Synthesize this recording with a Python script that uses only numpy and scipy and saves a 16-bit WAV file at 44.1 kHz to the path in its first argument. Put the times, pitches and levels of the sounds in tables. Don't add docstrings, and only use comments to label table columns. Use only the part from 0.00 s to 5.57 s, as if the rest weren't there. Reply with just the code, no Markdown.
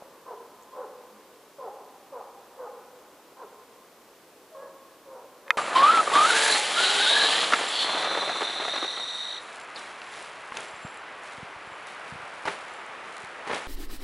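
import sys
import numpy as np
from scipy import signal
from scipy.fft import rfft, irfft, next_fast_len
from scipy.io import wavfile

SR = 44100
rng = np.random.default_rng(int(sys.argv[2]) if len(sys.argv) > 2 else 0)


def wav_record(signal):
    frames = np.transpose(np.atleast_2d(signal))
    bounded = np.clip(frames, -1, 1)
    quanta = np.round(bounded * 32767).astype(np.int16)
    wavfile.write(sys.argv[1], SR, quanta)


N = 245725
TIME = np.arange(N) / SR
PATH_TIME = np.arange(3 * SR) / SR


def from_db(db):
    return 10 ** (np.asarray(db) / 20)


def rms_one(x):
    return x / np.sqrt(np.mean(x ** 2))


def at_hz(points, hz):
    frequencies, values = np.array(points).T
    return np.interp(np.log(hz), np.log(frequencies), values)


def filtered(x, order, hz, kind="low"):
    return signal.sosfilt(signal.butter(order, hz, kind, fs=SR, output="sos"), x)


def wobble(hz):
    return rms_one(filtered(rng.standard_normal(N), 2, hz))


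def ring(drive, hz, t60):
    radius, angle = from_db(-60 / (t60 * SR)), 2 * np.pi * hz / SR
    return signal.lfilter([0, np.sin(angle)], [1, -2 * radius * np.cos(angle), radius ** 2], drive + 1e-18)


def stereo_noise(spectrum):
    # f/Hz, side against mid/dB
    side_level = [(25, -36), (60, -29), (150, -27.5), (400, -23.5), (1000, -22.5), (2500, -7.5),
                  (5000, -5.5), (9000, -3.5), (14000, -4.5)]
    size = next_fast_len(N)
    hz = np.fft.rfftfreq(size, 1 / SR).clip(1)
    mid, side = rfft(rng.standard_normal((2, size)))
    pair = mid + from_db(at_hz(side_level, hz)) * side * [[1], [-1]]
    return rms_one(irfft(pair * from_db(at_hz(spectrum, hz)), size)[:, :N])


def microphone_hiss(level_db=-60):
    # f/Hz, relative density/dB
    spectrum = [(700, -23), (1500, 1), (2500, -2), (5000, -6), (10000, -11.5), (15400, -12.5)]
    return from_db(level_db) * stereo_noise(spectrum)


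def woods_murmur(level_db=-55):
    # f/Hz, relative density/dB
    spectrum = [(18, -52), (30, -26), (110, -19.5), (200, -9.5), (350, -3), (480, -1), (800, -8.5),
                (1100, -8), (1500, -16.5), (2200, -25.5), (4000, -27)]
    return from_db(level_db) * stereo_noise(spectrum)


def faint_whistle(hz=11145, level_db=-84):
    return from_db(level_db) * rms_one(ring(rng.standard_normal(N), hz, t60=0.042))


def short_hum(start_s=1.09, end_s=1.21, hz=212, level_db=-56):
    arch = np.sin(np.pi * np.clip((TIME - start_s) / (end_s - start_s), 0, 1))
    return from_db(level_db) * arch * np.sin(2 * np.pi * hz * TIME)


def ticks():
    # t/s, f/Hz, level/dB, half length/s
    pulses = [(.0237, 640, -30.5, 0.00083), (.6255, 6690, -47, 0.00043), (0.635, 7380, -46, 0.00042)]
    out = np.zeros(N)
    for at_s, hz, level_db, half_s in pulses:
        t = TIME - at_s
        out += from_db(level_db) * np.exp(-(t / half_s) ** 2) * np.cos(2 * np.pi * hz * t)
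    return out


def catch(contact_hz=3520, bass_cut_hz=1050):
    # t/s, level/dB
    snaps = [(5.4804, -37), (5.5057, -8)]
    # f/Hz, level/dB, t60/s
    modes = [(1065, -4, 0.0061), (1310, -5.5, 0.022), (1850, 3, 0.011), (2087, -3, 0.021),
             (2480, -5.5, 0.024), (3070, -6.5, 0.0096), (3570, -9.5, 0.014), (4460, -14, 0.0086),
             (5550, -12.5, 0.0079), (6040, -15.5, 0.012), (7080, -13, 0.0087), (11000, -3.5, 0.0051)]
    clicks = np.zeros(N)
    for at_s, level_db in snaps:
        clicks[round(at_s * SR)] = from_db(level_db)
    pulses = filtered(clicks, 2, contact_hz)
    ringing = sum(from_db(level_db) * ring(pulses, hz, t60) for hz, level_db, t60 in modes)
    return filtered(ringing, 6, bass_cut_hz, "high")


def forest_tail(time):
    # f/Hz, t60/s
    decay = [(300, 0.83), (600, 1.65), (1000, 2.4), (1600, 3.8), (2400, 0.3)]
    out, edges_hz = 0, 200 * 2 ** np.arange(0, 4.1, .5)
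    for low, high in zip(edges_hz, edges_hz[1:]):
        band = filtered(rng.standard_normal(len(time)), 2, [low, high], "band")
        out += band * from_db(-60 * time / at_hz(decay, np.sqrt(low * high)))
    return out


def scatter(delay_s, t60):
    after = PATH_TIME - delay_s
    return rng.standard_normal(len(after)) * (after > 0) * from_db(-60 * np.abs(after) / t60)


def forest(yelp, near_db=-12, edge_db=-9, tail_db=-3.5):
    out = np.pad(yelp, (0, len(PATH_TIME) - 1))
    near, edge = scatter(delay_s=.004, t60=.15), scatter(delay_s=.084, t60=.51)
    for path, level_db in (near, near_db), (edge, edge_db), (forest_tail(PATH_TIME), tail_db):
        echo = signal.fftconvolve(yelp, path)
        out += from_db(level_db) * echo * np.sqrt(np.sum(yelp ** 2) / np.sum(echo ** 2))
    return out


def throat(x):
    # f/Hz, width/Hz, level/dB
    formants = [(534, 190, 7.5), (895, 434, 3.5), (1500, 890, -31)]
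    out = 0
    for hz, width_hz, level_db in formants:
        radius, angle = np.exp(-np.pi * width_hz / SR), 2 * np.pi * hz / SR
        gain = (1 - radius ** 2) / 2
        section = [gain, 0, -gain, 1, -2 * radius * np.cos(angle), radius ** 2]
        out += from_db(level_db) * signal.sosfilt([section, section], x)
    return out


def lingering_tail(opening_db=-53):
    tail = throat(forest_tail(TIME))
    return from_db(opening_db) * tail / np.std(tail[:SR // 10])


def yelp_pitch(t, first_hz, held_hz, last_hz, break_s, settle_s=.028, break_length_s=.04, sag_share=.2):
    broken = np.clip((t - break_s) / break_length_s + .5, 0, 1)
    sag = sag_share * np.minimum(t / break_s, 1)
    step = (1 - sag_share) * broken ** 2 * (3 - 2 * broken)
    return held_hz + (first_hz - held_hz) * np.exp(-t / settle_s) + (last_hz - held_hz) * (sag + step)


def swell(t, level_db, slopes, from_s, until_s=None):
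    rise, fade = slopes
    until_s = from_s if until_s is None else until_s
    return from_db(level_db - rise * np.maximum(from_s - t, 0) - fade * np.maximum(t - until_s, 0))


def hound(distance_hz=1650):
    # t/s, length/s, first f/Hz, held f/Hz, last f/Hz, voice break/s, fundamental/dB, full from/s,
    # full until/s, octave's early swell/dB, its peak/s, octave at the break/dB, third partial/dB,
    # period-doubled line/dB, breath/dB; times after the first count from the yelp's start
    yelps = [ (0.251, .11, 530.2, 528.7, 407, 0.069, -44, 0.058, .09, -42.5, 0.03, -44, -54, -49, -44.5),
             (.72, 0.14, 527, 521.3, 388, 0.12, -40, 0.067, 0.14, -45.5, 0.019, -42, -56, -47.5, -41.5),
             (1.577, 0.13, 608.5, 497.7, 386.3, 0.087, -41.5, 0.012, 0.089, -47.5, .035, -39, -56, -47.5, -44),
             (2.117, 0.12, 622.4, 466.7, 399.3, .078, -41, 0.011, .05, -47.5, 0.037, -38.5, -55, -50, -45.5),
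             (2.569, 0.12, 588, 502.6, 395.6, 0.093, -38, 0.035, .08, -47, 0.041, -45.5, -52.5, -54, -44),
             (3.361, .1, 521.4, 539.5, 418.3, 0.071, -43, 0.081, .085, -46.5, 0.047, -66, -56, -53.5, -47.5),
             (4.511, 0.098, 666, 606, 640, 0.072, -51, 0.019, .12, -64, .03, -75, -76, -80, -80),
             (4.541, 0.15, 537.6, 539.7, 557, 0.065, -41, 0.033, 0.063, -43.5, 0.016, -52.5, -54.5, -79, -46.5),
             (5.05, 0.22, 577.4, 526.3, 458.6, 0.16, -51.5, .01, 0.13, -55.5, 0.05, -74, -69, -57.5, -47),
             (5.455, 0.124, 595.5, 549, 457.5, .055, -52.5, 0.0034, .11, -70, .03, -49, -50.5, -61, -45)]
    roughness = [.5, .3, .7, .7, .6, .6, .1, .2, .9, .6]
    # rise/(dB/s), fade/(dB/s)
    slopes = [(550, 450), (450, 300), (150, 300), (250, 250), (100, 80)]
    low_slopes, octave_slopes, third_slopes, doubled_slopes, breath_slopes = slopes
    out, air = np.zeros(N), rng.standard_normal(N)
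    tremble = .015 * wobble(hz=60)
    flutters = [.8 * wobble(hz=70) for _ in range(3)]
    for row, rough in zip(yelps, roughness):
        start_s, length_s, first_hz, held_hz, last_hz, break_s, low_db, from_s, until_s = row[:9]
        early_db, early_s, late_db, third_db, doubled_db, breath_db = row[9:]
        on = np.flatnonzero((TIME >= start_s) & (TIME < start_s + length_s))
        t = TIME[on] - start_s
        hoarsest_s, late_s = .57 * length_s, break_s + .018
        hz = yelp_pitch(t, first_hz, held_hz, last_hz, break_s) * (1 + rough * tremble[on])
        phase = 2 * np.pi * np.cumsum(hz) / SR
        octave = swell(t, early_db, octave_slopes, early_s) + swell(t, late_db, octave_slopes, late_s)
        third = swell(t, third_db, third_slopes, late_s)
        doubled = swell(t, doubled_db, doubled_slopes, hoarsest_s)
        partials = swell(t, low_db, low_slopes, from_s, until_s) * np.sin(phase)
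        for ratio, gain, flutter in zip((2, 3, 3 / 2), (octave, third, doubled), flutters):
            partials += gain * (1 + rough * flutter[on]) * np.sin(ratio * phase)
        puffs = (1 + np.sin(phase)) * air[on]
        breath = swell(t, breath_db, breath_slopes, hoarsest_s) * rms_one(throat(puffs))
        yelp = signal.windows.tukey(len(on), .21) * (np.sqrt(2) * partials + breath)
        heard = forest(yelp)[:N - on[0]]
        out[on[0]:on[0] + len(heard)] += heard
    return filtered(out, 4, distance_hz)


def scene():
    centre = hound() + lingering_tail() + catch() + ticks() + short_hum() + faint_whistle()
    return centre + woods_murmur() + microphone_hiss()


def record(dry):
    return signal.sosfilt(signal.cheby2(22, 60, 15400, fs=SR, output="sos"), dry)


dry = scene()
out = record(dry)
wav_record(out)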